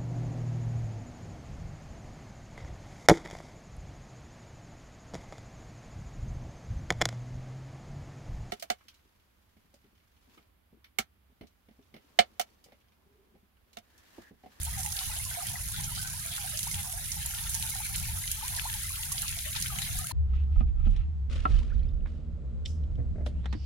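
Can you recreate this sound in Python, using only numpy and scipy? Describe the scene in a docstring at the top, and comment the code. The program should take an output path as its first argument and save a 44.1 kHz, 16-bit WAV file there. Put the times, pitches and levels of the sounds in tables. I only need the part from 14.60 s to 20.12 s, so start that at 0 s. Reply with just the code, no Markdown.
"""A stone fountain in a town: water falls from its tiers into the basin, over low traffic rumble.
Shaped noise makes the hissing spray and the churning wash; gliding sines make the ringing bubbles
and pattering droplets; short noise bursts make the sharp splashes. Short dense tails give the stone.
It is heard through two unlike microphone ports, the left one a little late."""
import sys
import numpy as np
from scipy import signal
from scipy.fft import rfft, irfft, next_fast_len
from scipy.io import wavfile
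from scipy.ndimage import uniform_filter1d

SR = 44100
rng = np.random.default_rng(int(sys.argv[2]) if len(sys.argv) > 2 else 0)


def amp(db):
    return 10 ** (np.asarray(db, float) / 20)


def write(x):
    x = np.atleast_2d(x).T
    wavfile.write(sys.argv[1], SR, np.round(np.clip(x, -1, 1) * 32767).astype(np.int16))


N = 243431  # length in samples

# How much water falls as spray. Each row: time in seconds, spray level in dB.
SPRAY_LEVEL = [(0.0, -40), (0.12, -41), (0.43, -36.5), (0.61, -39), (1.46, -40), (1.69, -40), (1.97, -38.5),
               (2.43, -39), (3.0, -37), (3.26, -38.5), (4.3, -38), (5.0, -39), (5.4, -38), (5.52, -42.5)]
# Swells of the traffic. Each row: time in seconds, deep rumble in dB, drone above 90 Hz in dB.
RUMBLE_LEVEL = [(0.0, -39, -51), (0.31, -48.5, -44), (0.4, -52, -62), (0.47, -37.5, -49.5),
                (0.72, -46.5, -47), (0.8, -55, -50.5), (1.04, -42.5, -44), (1.92, -48.5, -49),
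                (2.2, -43, -50.5), (3.06, -44, -48.5), (3.18, -44.5, -49.5), (3.32, -42.5, -45.5),
                (4.3, -42, -52.5), (4.38, -43, -51.5), (4.47, -43.5, -50.5), (5.21, -44.5, -44.5),
                (5.37, -31.5, -37.5), (5.52, -65, -54.5)]
# The random crowd of gurgling bubbles. Each row: time in seconds, level in dB.
GURGLE_LEVEL = [(0.0, -59.5), (0.3, -55), (0.7, -57.5), (0.92, -55), (1.1, -61.5), (1.3, -56), (1.7, -61.5),
                (2.33, -54.5), (2.45, -65.5), (2.75, -59.5), (3.3, -58.5), (3.55, -60), (3.66, -66.5),
                (3.93, -53.5), (4.3, -69), (4.5, -58.5), (4.75, -68), (5.03, -77), (5.18, -51.5),
                (5.52, -82)]
# Churning water in the basin. Each row: time in seconds, level in dB.
CHURN_LEVEL = [(0.0, -47.5), (0.3, -48), (0.47, -44), (0.57, -47.5), (0.66, -52.5), (0.75, -48),
               (0.97, -48.5), (1.05, -54.5), (1.18, -45), (1.28, -49), (1.4, -48), (1.62, -50.5),
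               (1.75, -47), (2.18, -48), (2.26, -52.5), (2.5, -48.5), (2.8, -47.5), (3.3, -47),
               (3.7, -48.5), (4.1, -47.5), (4.3, -49.5), (4.75, -46), (4.88, -48.5), (4.98, -42.5),
               (5.15, -47.5), (5.25, -43.5), (5.52, -49)]
# Big splashes. Each row: start in seconds, slap level in dB, pitch centre of the slap in Hz,
# level of the fizz above 7 kHz in dB, length in seconds.
SPLASHES = [(0.0317, -53, 6600, -22.5, 0.014), (0.0493, -48, 6240, -26.5, 0.014),
            (0.1901, -36.5, 6600, -35, 0.14), (0.2608, -29.5, 2160, -23.5, 0.013),
            (0.3207, -26.5, 6200, -28, 0.016), (0.3662, -29, 3980, -33, 0.02),
            (0.3895, -24.5, 3960, -42, 0.018), (0.6505, -30, 6860, -34, 0.021),
            (0.8681, -31.5, 3540, -24.5, 0.015), (0.8855, -32, 3950, -50, 0.022),
            (1.0853, -39, 6150, -30, 0.017), (1.1628, -31.5, 4200, -51, 0.013),
            (0.2309, -34, 5300, -41, .015), (1.2356, -30.5, 6060, -42, 0.072),
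            (1.3478, -36.5, 4270, -51, 0.29), (1.4715, -32, 6000, -31.5, 0.028),
            (1.6613, -54, 6800, -28.5, 0.03), (1.7628, -31, 4000, -28, 0.014),
            (1.9728, -31, 6800, -40, 0.14), (1.9907, -27.5, 3850, -25, 0.016),
            (2.0296, -29.5, 5400, -24.5, 0.02), (2.1121, -30, 6630, -34, 0.069),
            (2.1413, -31.5, 3320, -33, 0.047), (2.5177, -25.5, 6070, -36, 0.032),
            (2.6594, -40, 6750, -20, 0.013), (2.7082, -40, 6600, -31, .012), (2.7851, -31, 3120, -45, .012),
            (2.8365, -32, 6450, -43, .015), (2.7479, -27, 3420, -52, 0.0069),
            (2.8932, -49, 7000, -26.5, .032), (2.944, -24.5, 6300, -24.5, 0.028),
            (3.0239, -29, 3200, -32, 0.032), (3.0963, -43, 7000, -26, .024),
            (3.3411, -33, 3150, -49, 0.049), (3.3594, -34, 5900, -28, 0.047),
            (3.3819, -36, 4080, -34, 0.048), (3.676, -27, 3520, -35, 0.014),
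            (3.7146, -32.5, 5200, -22.5, 0.037), (3.9639, -33, 4320, -31, 0.07),
            (3.9951, -22.5, 2810, -47, 0.012), (4.0983, -26, 3250, -41, 0.0085),
            (4.139, -28, 3340, -25, 0.013), (4.3555, -32, 2840, -45, 0.017),
            (4.4313, -30.5, 3400, -40, 0.024), (3.9474, -30, 4120, -40, .012),
            (4.5191, -30.5, 6850, -24.5, 0.05), (4.5778, -28.5, 3700, -35, 0.056),
            (4.6189, -34, 7000, -27, 0.069), (4.679, -26.5, 3900, -41, 0.031),
            (4.7255, -31, 2520, -50, .015), (4.7882, -29, 3940, -50, 0.035),
            (4.9277, -28.5, 3800, -53, 0.011), (4.9523, -29.5, 3900, -49, 0.025),
            (4.9624, -29.5, 3500, -42, 0.054), (4.9998, -41, 3700, -24, .016),
            (5.0228, -29.5, 5400, -28, 0.086), (5.0593, -28.5, 2400, -42, 0.019),
            (5.1865, -27.5, 2580, -25, 0.028), (5.2173, -26, 3800, -29, 0.026),
            (5.2429, -35, 3140, -48, 0.055), (5.3873, -48, 6700, -24, .014)]
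# Bubbles that stand out singly. Each row: start in seconds, rms level in dB at the top of the swell
# ahead of port colour, start pitch in Hz, pitch factor reached after one length, length in seconds.
SINGLE_BUBBLES = [(0.067, -38, 838, 1.09, 0.014), (0.17, -38.5, 815, 0.94, 0.021),
                  (0.25, -35, 893, 0.95, 0.0096), (0.269, -37.5, 840, 0.99, 0.017),
                  (0.376, -44, 777, 0.98, 0.034), (0.378, -47, 1530, 1.16, 0.006),
                  (0.407, -41.5, 993, 1.17, 0.013), (0.504, -43, 2035, 0.98, 0.015),
                  (0.51, -38, 1267, 1.07, .01), (0.531, -48, 810, 1.06, 0.018),
                  (0.595, -45, 2050, 1.06, .012), (0.742, -47, 715, 1.05, 0.0087),
                  (0.85, -49, 1600, 1.3, 0.0087), (0.495, -37, 880, 0.97, 0.01),
                  (0.559, -41.5, 613, 1.27, 0.021), (0.654, -44, 1075, 0.93, 0.025),
                  (0.748, -37, 2230, 0.99, 0.003), (0.77, -30, 704, 1, 0.018),
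                  (0.801, -32.5, 1280, 0.96, 0.007), (0.751, -40, 1590, 1.08, .006),
                  (0.941, -42, 750, 1.2, 0.011), (0.821, -32.5, 810, 0.94, 0.013),
                  (0.931, -36.5, 678, 1.11, 0.023), (0.955, -34, 1980, 1, 0.0049),
                  (1.196, -39, 895, 1.16, 0.0086), (1.316, -37, 910, 1.07, 0.012),
                  (1.376, -30.5, 1500, 0.91, 0.0036), (1.383, -39, 1530, 1.0, 0.03),
                  (1.428, -39, 1525, 1.0, .04), (1.135, -41.5, 1400, 1.08, 0.028),
                  (1.277, -40.5, 1410, 0.93, 0.014), (1.369, -42.5, 706, 1.12, 0.012),
                  (1.605, -47, 1215, 1.04, 0.028), (1.645, -47.5, 675, 0.97, 0.035),
                  (1.707, -48, 694, 1.03, 0.021), (1.536, -41.5, 886, 1.11, 0.017),
                  (1.779, -28, 1330, 1.04, 0.0039), (1.783, -48, 823, 0.98, 0.033),
                  (1.84, -37, 702, 1.08, 0.012), (1.873, -41, 1670, 0.92, 0.0077),
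                  (1.929, -42.5, 585, 1.06, 0.029), (2.067, -37, 783, 1.35, 0.012),
                  (2.082, -34, 2080, 1.04, 0.0068), (2.111, -41, 2110, 1.0, 0.0086),
                  (2.138, -51, 2080, 0.85, 0.0097), (2.179, -42.5, 2160, 0.96, 0.016),
                  (2.163, -38, 837, 0.98, 0.023), (2.371, -44.5, 1680, 1.0, 0.02),
                  (2.436, -48, 2200, 0.75, 0.014), (2.592, -47, 864, 0.95, 0.014),
                  (2.652, -49, 945, 1.02, 0.014), (2.7, -48, 874, 0.82, 0.021),
                  (2.736, -34, 1600, 0.88, 0.0038), (2.81, -43.5, 828, 1.1, 0.012),
                  (2.848, -45, 880, 1.0, 0.012), (2.27, -45, 690, 1.07, 0.019),
                  (2.328, -41, 642, 1.12, 0.033), (2.373, -46, 840, 0.81, 0.028),
                  (2.566, -41.5, 880, 0.93, 0.011), (2.748, -41.5, 730, 1.15, 0.01),
                  (2.948, -47, 900, 1, 0.026), (3.029, -43.5, 880, 1.01, 0.018),
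                  (3.052, -54, 1630, 1.6, 0.0058), (3.118, -35.5, 2175, 1, 0.009),
                  (3.149, -40.5, 786, 0.98, 0.028), (3.201, -38.5, 867, 0.98, 0.0093),
                  (3.133, -49, 880, 1.16, 0.016), (3.217, -36, 1000, 1.8, 0.0068),
                  (3.14, -38.5, 1750, 1.06, 0.0078), (1.172, -47, 845, 0.97, 0.029),
                  (1.226, -46, 766, 1.1, 0.018), (4.366, -45.5, 1144, 0.98, 0.012),
                  (4.622, -44.5, 788, 1.06, 0.016), (4.868, -46, 1110, 1.02, 0.023),
                  (0.71, -39.5, 1485, 1.03, 0.012), (0.782, -48, 945, 1.2, 0.013),
                  (3.41, -49, 740, 1, 0.013), (3.295, -49.5, 762, 1.06, 0.043),
                  (3.343, -37, 1630, 1.07, 0.0079), (3.436, -32, 2370, 1.1, .006),
                  (3.483, -45, 820, 1.1, 0.017), (3.566, -49, 770, 1.5, 0.0092),
                  (3.69, -46, 2300, 1.1, .006), (3.779, -49, 900, 1.0, 0.011),
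                  (3.809, -40, 1050, 1.15, 0.01), (3.905, -54, 855, 0.94, 0.0086),
                  (3.963, -45, 895, 1.06, 0.012), (4.087, -36, 1910, 0.93, 0.0066),
                  (4.238, -41, 1980, 1.04, 0.014), (4.303, -43, 1160, 0.91, 0.0089),
                  (4.28, -40, 1590, 1.2, 0.0056), (4.43, -41, 1980, 0.98, 0.006),
                  (4.542, -46, 768, 1.0, 0.021), (4.696, -41, 1900, 1.2, 0.0061),
                  (4.755, -38, 2250, 0.94, 0.0044), (4.917, -41, 1990, 1.1, 0.01),
                  (3.638, -31.5, 2010, 1.04, 0.0043), (3.824, -34.5, 820, 1.16, 0.018),
                  (3.928, -39, 913, 0.91, 0.01), (3.985, -26.5, 1810, 0.89, 0.0054),
                  (4.052, -26.5, 780, 1.25, 0.0095), (4.07, -46, 1050, 0.89, 0.022),
                  (4.145, -41.5, 930, 0.92, 0.013), (4.391, -47.5, 860, 1.06, 0.018),
                  (4.515, -38.5, 1074, 1.05, 0.0096), (4.628, -29, 1520, 0.9, 0.0044),
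                  (4.642, -41, 1300, 0.86, 0.0087), (4.765, -48, 690, 0.98, 0.025),
                  (4.856, -39, 583, 1.07, 0.026), (4.948, -44, 2240, 1.3, 0.011),
                  (4.959, -38, 810, 1.13, 0.0063), (4.98, -43, 1620, 0.76, 0.012),
                  (5.055, -28.5, 1640, 0.94, 0.004), (5.058, -31, 2250, 1, 0.0035),
                  (5.096, -38, 1295, .92, 0.025), (5.151, -38, 775, 2.06, 0.013),
                  (5.177, -41, 764, 1.04, 0.019), (5.274, -38, 1870, 1.33, 0.0085),
                  (5.28, -47.5, 685, 0.97, 0.029), (5.346, -43.5, 732, 1.03, 0.022),
                  (5.115, -42.5, 816, 0.95, 0.034), (5.383, -43, 1203, 1.05, 0.031),
                  (5.441, -35.5, 1254, 1.2, 0.013), (5.408, -39, 770, 0.93, 0.026),
                  (5.492, -40, 587, 1.27, 0.02), (5.51, -32, 970, 1, 0.0048)]
# Colour of the two microphone ports. Each row: frequency in Hz, left gain in dB, right gain in dB.
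PORT_COLOUR = [(148, -3, -3.5), (780, -3, -2), (880, 0.5, -6.5), (1153, -5, -9.5), (1690, 2, -9.5),
               (2580, 1, -3.5), (4140, 1, 1), (5400, -3.5, 7), (6600, 8, 7), (7950, 0.5, 4),
               (10320, 8.5, 15.5), (11520, 10, 7), (13400, 2.5, 0.5), (15800, -2.5, -2)]
# Relative spectrum of the traffic. Each row: frequency in Hz, density in dB per Hz.
RUMBLE_SPECTRUM = [(8.8, -41), (15, -17), (54, 1), (97, 0), (144, -3), (216, -18), (257, -25.5),
                   (409, -41.5), (480, -68), (620, -80), (1060, -120)]
# Relative spectrum of the spray ahead of port colour. Each row: frequency in Hz, density in dB per Hz.
SPRAY_SPECTRUM = [(300, -7), (500, -16), (800, -17), (1300, -16), (2200, -10), (3500, -13), (6000, -1.5),
                  (15000, 1)]
# Relative spectrum of the basin wash ahead of port colour. Each row: frequency in Hz, density in dB per Hz.
WASH_SPECTRUM = [(500, -30), (700, -21), (1100, -18), (1500, -2), (2500, 0), (4000, 2), (6000, -16)]
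# How alike the two sides of a noise are. Each row: frequency in Hz, left-right likeness from 0 to 1.
LIKENESS = [(20, .72), (60, .83), (130, .88), (300, .72), (450, .45), (700, .75), (1500, .5), (3000, .55),
            (5000, .35), (9000, .15)]
# Swell of a bubble. In order: rise as a share of its length, rise shape, decay rate, decay shape.
BUBBLE_SWELL = (0.33, 1.2, 1.05, 0.5)
# The stereo balance drifts once. In order: start in seconds, end in seconds.
DRIFT_S = (2.2, 4.6)
# Left over right in dB, before and after the drift; spray() takes out each side's average.
SPRAY_PAN_DB, SPLASH_PAN_DB = (-7.5, -4.5), (-2, 0)


def evened(x):
    """Scales to rms 1."""
    return x / np.sqrt(np.mean(x ** 2) + 1e-20)


def smoothed(x, first, second, axis=-1):
    """Smooths with two running means, leaving slower random movement."""
    return uniform_filter1d(uniform_filter1d(x, size=first, axis=axis), size=second, axis=axis)


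def read(points, hz, axis=1):
    """Reads a spectrum column on a log-frequency axis."""
    table = np.transpose(points)
    return np.interp(np.log(hz + 1), np.log(table[0] + 1), table[axis])


def curve(rows, axis=1):
    """Gain at every sample from rows of time and dB."""
    table = np.transpose(rows)
    return amp(np.interp(np.arange(N) / SR, table[0], table[axis]))


def drifted(before_after, s):
    """A balance that slides from its first to its second setting."""
    return np.interp(s, DRIFT_S, before_after)


def add(mix, s, sound, pan_db):
    """Places a sound in the stereo mix."""
    part = mix[:, round(s * SR):][:, :sound.shape[-1]]
    panned = sound * amp(np.array([[.5], [-.5]]) * pan_db)
    part += panned[:, :part.shape[1]]


def ports(x):
    """Each microphone port boosts and dulls its own frequencies."""
    size = next_fast_len(N)
    hz = np.fft.rfftfreq(size, 1 / SR)
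    colour_db = np.array([read(PORT_COLOUR, hz, axis=1), read(PORT_COLOUR, hz, axis=2)])
    return irfft(rfft(x, size) * amp(colour_db), size)[:, :N]


def noise(spectrum, size, patchy_db, flicker_db):
    """Stereo noise of random short-time spectra with drifting patches and a broad flicker."""
    frames, hz = 2 * N // size + 3, np.fft.rfftfreq(size, 1 / SR)
    draws = rng.standard_normal((frames, len(hz), 6))
    a, b, c, d, patches, flicker = np.ascontiguousarray(draws.T)
    # patches are narrow and last; the flicker is wide and quick
    patches = evened(uniform_filter1d(uniform_filter1d(patches, size=5, axis=0), size=14, axis=1))
    flicker = evened(uniform_filter1d(uniform_filter1d(flicker, size=60, axis=0), size=3, axis=1))
    same = np.clip(read(LIKENESS, hz), 0, 1)[:, None]
    left = a + 1j * b
    right = same * left + np.sqrt(1 - same ** 2) * (c + 1j * d)
    level_db = read(spectrum, hz)[:, None] + patchy_db * patches + flicker_db * flicker
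    z = np.array([left, right]) * amp(level_db)
    # half-overlapped sine windows keep the power even
    return signal.istft(z, window="cosine", nperseg=size, noverlap=size // 2)[1][:, :N]


def ring(s, db, hz, factor, length):
    """Each bubble is a sine that swells, dies away and shifts pitch as it nears the surface."""
    rise, soft, decay, shape = BUBBLE_SWELL
    samples = (2.2 * length * SR).astype(int)
    # all bubbles are strung end to end: whose sample it is, and how far into that bubble
    who = np.repeat(np.arange(len(s)), samples)
    step = np.arange(len(who)) - (np.cumsum(samples) - samples)[who]
    u = (step / (length * SR)[who]).astype(np.float32)
    gliding = np.minimum(u, 1.5)  # the glide stops after one and a half lengths
    turns = (hz * length)[who] * (u + (factor - 1)[who] * gliding * (u - gliding / 2))
    swell = np.minimum(u / rise, 1) ** soft * np.exp(-decay * np.maximum(u - rise, 0) ** shape)
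    return who, step, np.sqrt(2) * amp(db)[who] * swell * np.sin(2 * np.pi * turns)


def bubble(s, db, hz, factor, length, pan_db, skew):
    """Rings a crowd of bubbles through the ports; skew is the extra path time to the left port."""
    who, step, wave = ring(s, db, hz, factor, length)
    tilt = amp(pan_db / 2)[who]
    left_start = (np.maximum(s + skew, 0) * SR).astype(int)
    right_start = (s * SR).astype(int)
    left = np.bincount(left_start[who] + step, wave * tilt, N)
    right = np.bincount(right_start[who] + step, wave / tilt, N)
    return ports(np.array([left[:N], right[:N]]))


def patter(low_hz, high_hz, cycles, glide, per_s, spread_db, scatter_s):
    """Random bubbles of many pitches, a few loud, each from its own spot."""
    gap, size, pitch, drift, life, side, spot = rng.random((20000, 7)).T
    s = np.cumsum(-np.log(1 - gap)) / per_s
    db = -spread_db * np.log(size + 0.0068)
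    hz = low_hz * (high_hz / low_hz) ** pitch
    factor = 1 + glide * (2 * drift - .6)  # more rise than fall
    length = cycles / hz * (0.39 + 1.6 * life)
    crowd = np.array([s, db, hz, factor, length, 12 * (side - .5), scatter_s * (spot - .5)])
    return evened(bubble(*crowd[:, s < N / SR]))


def rumble():
    """Distant traffic, nearly alike in both ports: a deep part and a lumpy drone that swell apart."""
    both = noise(RUMBLE_SPECTRUM, size=2048, patchy_db=-0.5, flicker_db=0.65)
    both = both * amp(np.array([[.7], [-.7]]))
    deep = signal.sosfiltfilt(signal.butter(3, 90, fs=SR, output="sos"), both)
    lumps = amp(2.2 * evened(smoothed(rng.standard_normal(N), 5000, 2500)))
    drone = evened(lumps * (both - deep))
    return curve(RUMBLE_LEVEL) * evened(deep) + curve(RUMBLE_LEVEL, axis=2) * drone


def churn():
    """Overlapping higher-pitched drips ring in a patchy wash; the water comes in clumps with lulls between."""
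    wash = evened(ports(noise(WASH_SPECTRUM, size=512, patchy_db=5., flicker_db=3.5)))
    drips = patter(1250, 5000, cycles=8., glide=.05, per_s=1000, spread_db=2.3, scatter_s=.0004)
    clumps = evened(smoothed(rng.standard_normal(N), 1800, 900))
    clumps = evened(amp(1.5 * clumps))
    return curve(CHURN_LEVEL) * clumps * (wash + amp(-2.0) * drips)


def gurgle():
    """Bubbles ring where the streams plunge into the basin: some stand out singly from a random crowd."""
    # the single ones lean right yet on average lie a little nearer the left port; each has its own spot
    pan_db = -1.4 + 6 * (rng.random(len(SINGLE_BUBBLES)) - .5)
    skew_s = -0.000031 + 0.00033 * (rng.random(len(SINGLE_BUBBLES)) - .5)
    single = bubble(*np.transpose(SINGLE_BUBBLES), pan_db, skew_s)
    crowd = patter(620, 1600, cycles=12., glide=.12, per_s=260, spread_db=2.2, scatter_s=.0003)
    # a quick random waver roughens every ring, not quite alike in both ports
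    waver = evened(smoothed(rng.standard_normal((2, N)), 260, 130))
    waver = evened(amp(1.6 * (waver[0] + 0.9 * waver)))
    return waver * (single + curve(GURGLE_LEVEL) * crowd)


def spray():
    """Fine spray hisses as patchy noise; short ringing droplets patter and tick within it."""
    hiss = evened(ports(noise(SPRAY_SPECTRUM, size=256, patchy_db=2.0, flicker_db=1.5)))
    fine = patter(3260, 14970, cycles=6., glide=0.133, per_s=2000, spread_db=3.0, scatter_s=.0008)
    ticks = patter(2000, 7000, cycles=2.5, glide=.1, per_s=450, spread_db=2.5, scatter_s=.0006)
    lean = amp(drifted(SPRAY_PAN_DB, np.arange(N) / SR)) ** np.array([[.5], [-.5]])
    lean = lean / lean.mean(axis=1)[:, None]  # only the drift is left
    return curve(SPRAY_LEVEL) * lean * (amp(0.16) * hiss + amp(-9.0) * fine + amp(-16) * ticks)


def splashes():
    """Each slug of water hits at once and breaks up into a crackling, dying burst."""
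    crackle = evened(amp(4.6 * evened(uniform_filter1d(rng.standard_normal(N + SR), size=40))))
    # each row: frequency in Hz, relative density in dB per Hz
    low_spectrum = [(1200, -100), (2000, -4), (2800, -1), (7000, -9.5), (9000, -10.0)]
    high_spectrum = [(4500, -27), (7000, -4.5), (16000, -10.5)]
    low = noise(low_spectrum, size=256, patchy_db=0.5, flicker_db=-3)
    high = noise(high_spectrum, size=256, patchy_db=0.0, flicker_db=-2.0)
    low, high = (np.pad(evened(ports(x)), ((0, 0), (0, SR))) * crackle for x in (low, high))
    # many lesser ones, drawn as range and lowest value in the columns of SPLASHES
    minor = rng.random((330, 5)) * [N / SR, 13, 4500, 12, .013] + [0, -49, 2002, -40.5, .004]
    mix = np.zeros((2, N))
    for s, slap_db, hz, fizz_db, length in [*SPLASHES, *minor]:
        pan_db = drifted(SPLASH_PAN_DB, s) + 5 * (rng.random() - .5)
        t = np.arange(round(1.6 * length * SR)) / SR
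        # a fast attack, an extra tick of first contact, then the decay
        tick_db = 3.5 * np.exp(-t / 0.00099)
        burst = np.minimum(t / 0.00052, 1) * amp(-38 * t / length + tick_db)
        here = slice(round(s * SR), round(s * SR) + len(t))
        # the cavity punched in the surface colours the slap
        cavity = signal.lfilter(*signal.iirpeak(hz, 2.5, SR), low[:, here])
        slap = burst * (0.047 * low[:, here] + 1.9 * cavity)
        fizz = burst * high[:, here]
        # both are scaled to the burst before their levels are set
        slap, fizz = (x * np.linalg.norm(burst) / np.linalg.norm(x) for x in (slap, fizz))
        add(mix, s, amp(slap_db) * slap + amp(fizz_db) * fizz, pan_db)
    return mix


def basin(x, t60, db):
    """The stone bowls return short dense tails; three are blended in turn so no single tail colours the sound."""
    t = np.arange(round(.12 * SR)) / SR
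    tails = rng.standard_normal((3, 2, len(t))) * amp(-60 * t / t60) * np.minimum(t / 0.0051, 1)
    turn = np.pi * 3.1 * np.arange(N) / SR
    wet = 0
    for k, tail in enumerate(tails):
        wet = wet + signal.oaconvolve(x * np.cos(turn + k * np.pi / 3), tail, axes=1)
    return x + amp(db) * wet[:, :N] / np.linalg.norm(tails[:, 0]) * np.sqrt(2)


def scene():
    """All the water and the town behind it; the spray stays free of the stone tails."""
    water = basin(churn() + gurgle() + splashes(), t60=.11, db=-12)
    return rumble() + spray() + water


def top_cut(x):
    """Nothing passes above the cut-off."""
    return signal.sosfilt(signal.butter(12, 16860, fs=SR, output="sos"), x)


def record(dry):
    """The left channel runs 43 samples late; then a steep low-pass at 15950 Hz takes off the top."""
    late = np.array([np.roll(dry[0], 43), dry[1]])
    edge = signal.firwin(511, 15950, window=("kaiser", 9), fs=SR)
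    mix = signal.oaconvolve(late, edge[None], "same", axes=1)
    return top_cut(mix)


dry = scene()
out = record(dry)
write(out)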